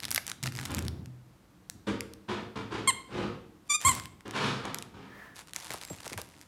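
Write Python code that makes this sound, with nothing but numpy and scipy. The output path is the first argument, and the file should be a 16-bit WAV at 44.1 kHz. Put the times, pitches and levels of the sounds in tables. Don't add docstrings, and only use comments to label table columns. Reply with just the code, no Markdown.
import sys
import numpy as np
from scipy import signal
from scipy.fft import rfft, irfft
from scipy.io import wavfile
from scipy.ndimage import uniform_filter1d

SR = 44100
rng = np.random.default_rng(int(sys.argv[2]) if len(sys.argv) > 2 else 0)


def int16_out(signal):
    q = np.round(np.clip(np.atleast_2d(signal).T, -1, 1) * 32767)
    wavfile.write(sys.argv[1], SR, q.astype(np.int16))


N = 285326
TIME = np.arange(N) / SR

# start_s, length_s, level_db, snap_peak_db
RUB_STROKES = [(0, .1, -56, -26), (.1, .085, -50, -24), (.27, .03, -44, -29), (.428, .055, -45, -22),
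               (.52, .05, -55, -27), (.57, .11, -48, -26), (.7, .09, -50, -29), (.82, .06, -59, -29),
               (3.655, .04, -63, -52), (3.8, .18, -40.5, -33), (3.98, .07, -52, -40),
               (5.345, .07, -48.5, -36), (5.46, .05, -58, -37), (5.545, .14, -46.5, -32),
               (5.69, .08, -44, -30), (5.78, .07, -53, -31), (5.85, .18, -54, -40), (6.03, .11, -50, -30),
               (6.17, .03, -42, -29), (6.22, .23, -62, -44)]


def amp(db):
    return 10 ** (np.asarray(db) / 20)


def unit(x):
    return x / np.sqrt(np.mean(x ** 2) + 1e-20)


def read(points, hz):
    freq_hz, value = np.transpose(points)
    return np.interp(np.log(hz + 1), np.log(freq_hz), value)


def add(mix, start_s, sound):
    part = mix[max(round(start_s * SR), 0):][:len(sound)]
    part += sound[:len(part)]


def coloured(x, spectrum, tilt_db_per_oct=0):
    hz = np.fft.rfftfreq(len(x), 1 / SR)
    gain_db = read(spectrum, hz) + tilt_db_per_oct * np.log2(hz / 500 + .1)
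    return unit(irfft(rfft(x) * amp(gain_db), len(x)))


def minimum_phase(gain_db):
    cepstrum = irfft(np.log(amp(gain_db)))
    half = len(cepstrum) // 2
    cepstrum[1:half] *= 2
    cepstrum[half + 1:] = 0
    return irfft(np.exp(rfft(cepstrum)))


def drift(samples, window):
    return unit(uniform_filter1d(uniform_filter1d(rng.standard_normal(samples), window), window))


def strokes(rows, attack_s, release_s):
    gain = np.zeros(N)
    for start_s, length_s, level_db, *_ in rows:
        rise = np.clip((TIME - start_s) / attack_s, 0, 1)
        fall = np.exp(-np.maximum(TIME - start_s - length_s, 0) / release_s)
        gain = np.maximum(gain, amp(level_db) * rise * fall)
    return gain


def ring(peak_db, hz, decay_s):
    t = TIME[:SR]
    return amp(peak_db) * t / decay_s * np.exp(1 - t / decay_s) * np.sin(2 * np.pi * hz * t)


def room_tone(rms_db=-59):
    # freq_hz, gain_db
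    spectrum = [(12, -35), (20, -5.5), (152, -6.5), (208, -6), (239, -15.5), (308, -6.5), (397, -18),
                (498, -18), (739, -21), (953, -20), (2480, -29.5), (15100, -40), (16900, -66)]
    return amp(rms_db) * coloured(rng.standard_normal(N), spectrum)


def room(x, gap_s=0.0043):
    # freq_hz, t60_s
    decay = [(100, 0.72), (400, 0.68), (1100, 0.53), (4000, 0.51), (8000, 0.39), (15000, 0.33)]
    taps = rng.standard_normal(SR) * np.clip(TIME[:SR] / gap_s - 1, 0, 1)
    hz, t, bands = signal.stft(taps, SR, nperseg=256)
    tail = signal.istft(bands * amp(-60 * t / read(decay, hz)[:, None]), SR, nperseg=256)[1]
    return signal.fftconvolve(x, tail / np.linalg.norm(tail))[:N]


def floor_drum(force):
    # freq_hz, width_hz, level_db
    modes = [(112, 6.4, -3), (207.2, 11, -5), (275, 16, -9), (319.1, 12, 0.5), (357, 24, 1), (456.4, 22, 2),
             (488, 14, -11.5)]
    t = TIME[:SR // 2]
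    response = sum(amp(db) * np.sqrt(width_hz) * np.exp(-np.pi * width_hz * t)
                   * np.sin(2 * np.pi * hz * t) for hz, width_hz, db in modes)
    return signal.fftconvolve(force, response / np.linalg.norm(response))[:len(force)]


def scuffs(uneven_db=2.0, direct_db=-3, room_db=-3, drum_db=-2):
    # start_s, level_db, rise_s, hold_s, fade_s, tilt_db_per_oct, heavy_db
    rows = [(0.632, -41.5, 0.072, 0.013, 0.058, -0.5, -3.5), (1.865, -36.5, 0.006, 0.018, 0.028, 0.7, 6),
            (2.278, -31.5, 0.012, 0.015, 0.047, -1.03, -2.5), (2.554, -35, 0.005, 0.0096, 0.035, -0.76, 1),
            (2.688, -36.5, 0.044, 0.021, 0.066, -0.6, -1.5), (3.058, -36, 0.1, 0.069, 0.045, -1.1, 2),
            (4.25, -43, 0.0068, 0.013, 0.038, -0.5, -0.5), (4.31, -31.5, 0.047, 0.12, 0.068, 0.6, -12.5),
            (4.628, -39.5, 0.013, 0.035, 0.063, -0.7, -9), (4.928, -48.5, 0.013, 0.013, 0.15, -1, -4.5)]
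    # freq_hz, gain_db
    spectrum = [(40, -42), (85, -14), (130, -1), (250, -1), (320, -9), (460, -2), (600, -12), (880, -5),
                (1400, -6.5), (2000, -11.5), (3600, -14), (6000, -24.5), (10000, -35), (16000, -60)]
    hiss, shove, t = np.zeros(N), np.zeros(N), TIME[:SR]
    for start_s, level_db, rise_s, hold_s, fade_s, tilt_db_per_oct, heavy_db in rows:
        rise = np.minimum(t / rise_s, 1) ** 2
        fall = np.exp(-np.maximum(t - rise_s - hold_s, 0) / fade_s)
        grip = amp(uneven_db * drift(SR, window=250))
        push = amp(level_db) * rise * fall * grip
        add(hiss, start_s, push * coloured(rng.standard_normal(SR), spectrum, tilt_db_per_oct))
        add(shove, start_s, push * amp(heavy_db) * rng.standard_normal(SR))
    direct = hiss + amp(drum_db) * floor_drum(shove)
    return amp(direct_db) * direct + amp(room_db) * room(direct)


def sniff(start_s=5.04, length_s=.22, level_db=-51):
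    # freq_hz, gain_db
    spectrum = [(200, -25), (550, -14), (1000, -12), (1550, -11), (1750, 0), (2000, -11), (2600, -22),
                (8000, -34)]
    breath = strokes([(start_s, length_s, level_db)], attack_s=.15, release_s=.08)
    return breath * coloured(rng.standard_normal(N), spectrum)


def bumps(rumble_db=-3):
    # start_s, length_s, level_db
    pushes = [(.015, .13, -46.5), (.25, .15, -54), (.415, .06, -37), (.52, .17, -42.5), (.68, .17, -33),
              (.86, .14, -39), (1.72, .05, -51), (3.845, .11, -38.5), (4.03, .1, -51), (4.8, .27, -52),
              (5.68, .04, -56), (5.89, .04, -51), (6.03, .2, -55)]
    # freq_hz, gain_db
    spectrum = [(25, -36), (45, -22), (80, -1), (130, 2), (170, -3.5), (260, -4.5), (360, -12), (550, -26),
                (1200, -35), (4000, -54)]
    # start_s, peak_db, freq_hz, decay_s
    booms = [(0.426, -31, 127.6, 0.021), (.5, -39.5, 125.5, 0.062), (0.734, -36.5, 81, 0.045),
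             (.815, -33.5, 79.2, .045), (1.03, -43.5, 124.7, .07), (3.16, -37, 109, .032),
             (4.38, -39, 146, .05), (4.51, -37, 130, .03)]
    handling = amp(rumble_db) * strokes(pushes, attack_s=.022, release_s=.075)
    out = handling * coloured(rng.standard_normal(N), spectrum)
    for start_s, peak_db, hz, decay_s in booms:
        add(out, start_s, ring(peak_db, hz, decay_s))
    add(out, .1781, ring(peak_db=-26.5, hz=2070, decay_s=.0011))
    return out


def pats(fall=1.45, lowest_hz=65, blur_rad=0.75):
    # start_s, peak_db, start_hz, rise_s
    blows = [(3.846, -29, 136, 0.017), (5.703, -35, 1800, 0.0028), (5.741, -32.5, 1790, 0.0024),
             (5.904, -36, 1054, 0.0046), (5.91, -36, 264, 0.0065), (6.065, -34, 1780, 0.00216),
             (6.116, -37, 780, 0.0041), (6.139, -39, 990, 0.0029), (6.157, -40, 130, 0.011),
             (6.177, -36, 2200, 0.0065)]
    out, t = np.zeros(N), TIME[:SR // 4]
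    for start_s, peak_db, start_hz, rise_s in blows:
        age = t / rise_s
        pitch_hz = lowest_hz + (start_hz - lowest_hz) / (1 + fall * age)
        phase = 2 * np.pi * np.cumsum(pitch_hz) / SR
        phase += blur_rad * drift(len(t), window=round(SR / start_hz))
        add(out, start_s, amp(peak_db) * age * np.exp(1 - age) * np.sin(phase))
    return out


def rustle(grains_per_s=700, spread_db=7.5, hiss_gain=.9, clump_db=2, gain_db=-1):
    # freq_hz, gain_db
    spectrum = [(150, -8.5), (500, 3), (900, 8.5), (1800, 4.5), (3000, 3), (6000, 0.5), (10000, -0.5),
                (13000, -10), (16000, -21.5)]
    sizes = amp(spread_db * np.minimum(rng.exponential(1, N), 4)) * rng.choice([-1, 1], N)
    grains = unit(sizes * (rng.random(N) < grains_per_s / SR))
    rubbing = (grains + hiss_gain * rng.standard_normal(N)) * amp(clump_db * drift(N, window=150))
    envelope = amp(gain_db) * strokes(RUB_STROKES, attack_s=.014, release_s=.018)
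    return envelope * coloured(rubbing, spectrum)


def thread_slips(slips_per_s=58, centre_hz=4500, spread_db=2.5, spread_oct=.5):
    rows = []
    for start_s, length_s, _, peak_db in RUB_STROKES:
        slips_s = (np.arange(32) + rng.random(32)) / slips_per_s
        force, pitch = np.clip(rng.standard_normal((2, 32)), -2, 2)
        slip_hz = centre_hz * 2 ** (spread_oct * pitch)
        crackle = np.c_[start_s + slips_s, peak_db + spread_db * force, slip_hz]
        rows += list(crackle[slips_s < length_s])
    return rows


def snaps(skirt_db_per_oct=8, grit=0.33, decay_cycles=2.15, min_decay_s=0.00031):
    # start_s, peak_db, centre_hz
    loud = [(0.0347, -22, 3900), (0.0527, -16.5, 5300), (0.107, -17, 9800), (0.1144, -12.5, 6100),
            (0.125, -18, 8900), (0.1472, -9, 9000), (0.1605, -10, 4940), (0.1782, -14, 2250),
            (0.267, -20, 6500), (0.279, -18, 6800), (0.2993, -20, 8900), (0.3164, -18.5, 3530),
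            (0.4364, -17, 4500), (0.4399, -21, 2970), (0.4686, -20.5, 4280), (0.5891, -21, 2800),
            (0.6544, -19.5, 3900), (0.7478, -15, 8700), (0.7838, -22.5, 2600), (0.7905, -20, 3800),
            (0.8822, -19, 6350), (1.059, -33.5, 3730), (1.6989, -18, 8100), (2.0074, -16.5, 4800),
            (2.1366, -31, 5700), (3.8146, -22.5, 6700), (3.9511, -19, 7500), (3.9986, -23.5, 3250),
            (4.0567, -27, 4650), (4.2077, -37, 3600), (4.28, -33.5, 4700), (4.31, -25.5, 4900),
            (4.654, -26, 4100), (4.7455, -16, 5600), (4.7863, -20.5, 5200), (4.8246, -22.5, 4160),
            (5.5348, -21.5, 5340), (5.5623, -14.5, 5100), (5.7058, -19.5, 4800), (5.7368, -21.5, 7250),
            (5.8505, -25, 7900), (6.0785, -22, 7600), (6.1312, -22.5, 4500), (6.177, -25, 6100),
            (6.2164, -23, 9600), (6.4136, -31, 7100)]
    # freq_hz, gain_db
    spectrum = [(100, -18.5), (500, 9.5), (1000, 7), (2100, 8.5), (3100, 1.5), (4700, 2.5), (8000, 1),
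                (12000, 1), (16000, -13)]
    out, t, hz = np.zeros(N), TIME[:512], np.fft.rfftfreq(512, 1 / SR)
    for start_s, peak_db, centre_hz in list(loud) + thread_slips():
        decay_s = min_decay_s + decay_cycles / centre_hz
        force = grit * rng.standard_normal(len(t)) * np.exp(-t / decay_s)
        force[0] = 1
        octaves = np.log2((hz + 100) / centre_hz)
        skirt_db = skirt_db_per_oct * (np.sqrt(1 + octaves ** 2) - 1)
        snap = signal.fftconvolve(force, minimum_phase(read(spectrum, hz) - skirt_db))
        add(out, start_s, amp(peak_db) * snap / abs(snap).max())
    return out


def whistle(waver=.002):
    # time_s, pitch_hz, level_db
    leak = [(5.855, 7700, -68), (5.87, 7600, -55), (5.89, 7600, -63), (5.905, 7560, -43),
            (5.922, 7580, -49), (5.94, 7550, -55), (5.96, 7450, -72)]
    # pitch_ratio, level_db
    partials = [(1, 0), (1.647, -17), (1.808, -17)]
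    time_s, pitch_hz, level_db = np.transpose(leak)
    cycles = np.cumsum(np.interp(TIME, time_s, pitch_hz) * (1 + waver * drift(N, window=80))) / SR
    tone = unit(sum(amp(db) * np.sin(2 * np.pi * ratio * cycles) for ratio, db in partials))
    gain = amp(np.interp(TIME, time_s, level_db, left=-np.inf, right=-np.inf))
    return uniform_filter1d(gain, size=400) * tone


def squeak(curve, pipe, jitter, air_db, slack_db_per_db=0.55, release_s=.005):
    time_s, hz, db = np.transpose(curve)
    t = np.arange(time_s[0], time_s[-1], 1 / SR)
    level_db = np.interp(t, time_s, db)
    flutter = jitter * amp(slack_db_per_db * np.minimum(db.max() - level_db, 20))
    pitch_hz = np.interp(t, time_s, hz) * (1 + flutter * drift(len(t), window=40))
    phase = 2 * np.pi * np.cumsum(pitch_hz) / SR
    grid_hz = np.fft.rfftfreq(2048, 1 / SR)
    pipe_phase = np.unwrap(np.angle(rfft(minimum_phase(read(pipe, grid_hz)))))
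    tone = np.zeros(len(t))
    for k in range(1, 15):
        shift = np.interp(k * pitch_hz, grid_hz, pipe_phase)
        tone -= amp(read(pipe, k * pitch_hz)) * np.cos(k * phase + shift)
    air = coloured(rng.standard_normal(len(t)) * (1 + np.cos(phase)), pipe)
    closing = np.minimum((time_s[-1] - t) / release_s, 1)
    return time_s[0], closing * amp(level_db) * (unit(tone) + amp(air_db) * air)


def squeaker():
    # time_s, pitch_hz, level_db
    first_bite = [(2.873, 1060, -50), (2.8755, 1078, -20), (2.884, 1077, -19.5), (2.898, 1042, -20),
                  (2.9031, 975, -26.5), (2.9091, 875, -33), (2.9151, 815, -49)]
    refill = [(3.688, 1192, -69), (3.698, 1204, -32), (3.704, 1163, -23.5), (3.714, 1188, -25.5),
              (3.723, 1160, -24.5), (3.735, 1178, -29.5), (3.749, 1230, -22.5), (3.76, 1207, -26),
              (3.769, 1205, -32)]
    second_bite = [(3.847, 1010, -37), (3.851, 1046, -20), (3.865, 1072, -20), (3.88, 1139, -18),
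                   (3.885, 1066, -25), (3.895, 1049, -17.5), (3.906, 1018, -31.5), (3.915, 1018, -26.5),
                   (3.923, 933, -27)]
    # freq_hz, gain_db
    pipe_pressed = [(800, 2), (1070, 1), (2150, 0), (3200, -3), (4300, -6), (5300, -25), (6400, -15.5),
                    (7450, -3.5), (8450, 2), (9500, -12.5), (10700, -9.5), (11700, -19), (12700, -26.5),
                    (15000, -31.5)]
    pipe_drawing = [(1190, -11.5), (2380, -8), (3570, -11), (4750, -14.5), (5950, -13.5), (7150, -3),
                    (8300, -14.5), (9500, -15), (10700, -27), (12000, -27), (14000, -54), (16000, -63)]
    pipe_in_jaws = [(1070, -1.5), (2150, -9), (3200, -14.5), (4300, -17.5), (5400, -29.5), (6500, -19),
                    (7450, -2.5), (8450, -6), (9600, -17), (10700, -19), (11800, -17), (13000, -30),
                    (16000, -44)]
    out = whistle()
    add(out, *squeak(first_bite, pipe_pressed, jitter=0.004, air_db=-28.5))
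    add(out, *squeak(refill, pipe_drawing, jitter=0.0022, air_db=-23))
    add(out, *squeak(second_bite, pipe_in_jaws, jitter=0.0047, air_db=-21))
    return out


def scene(reed_room_db=-14, cloth_room_db=-15):
    reed = squeaker()
    cloth = snaps() + rustle() + pats()
    echo = room(amp(reed_room_db) * reed + amp(cloth_room_db) * cloth)
    return (room_tone() + bumps() + sniff() + scuffs() + echo + cloth + reed)[None]


def record(dry, low_cut_hz=47, band_limit_hz=16650):
    highpass = signal.butter(5, low_cut_hz, "highpass", fs=SR, output="sos")
    lowpass = signal.firwin(255, band_limit_hz, window=("kaiser", 9), fs=SR)
    return signal.oaconvolve(signal.sosfilt(highpass, dry), lowpass[None], "same")


dry = scene()
out = record(dry)
int16_out(out)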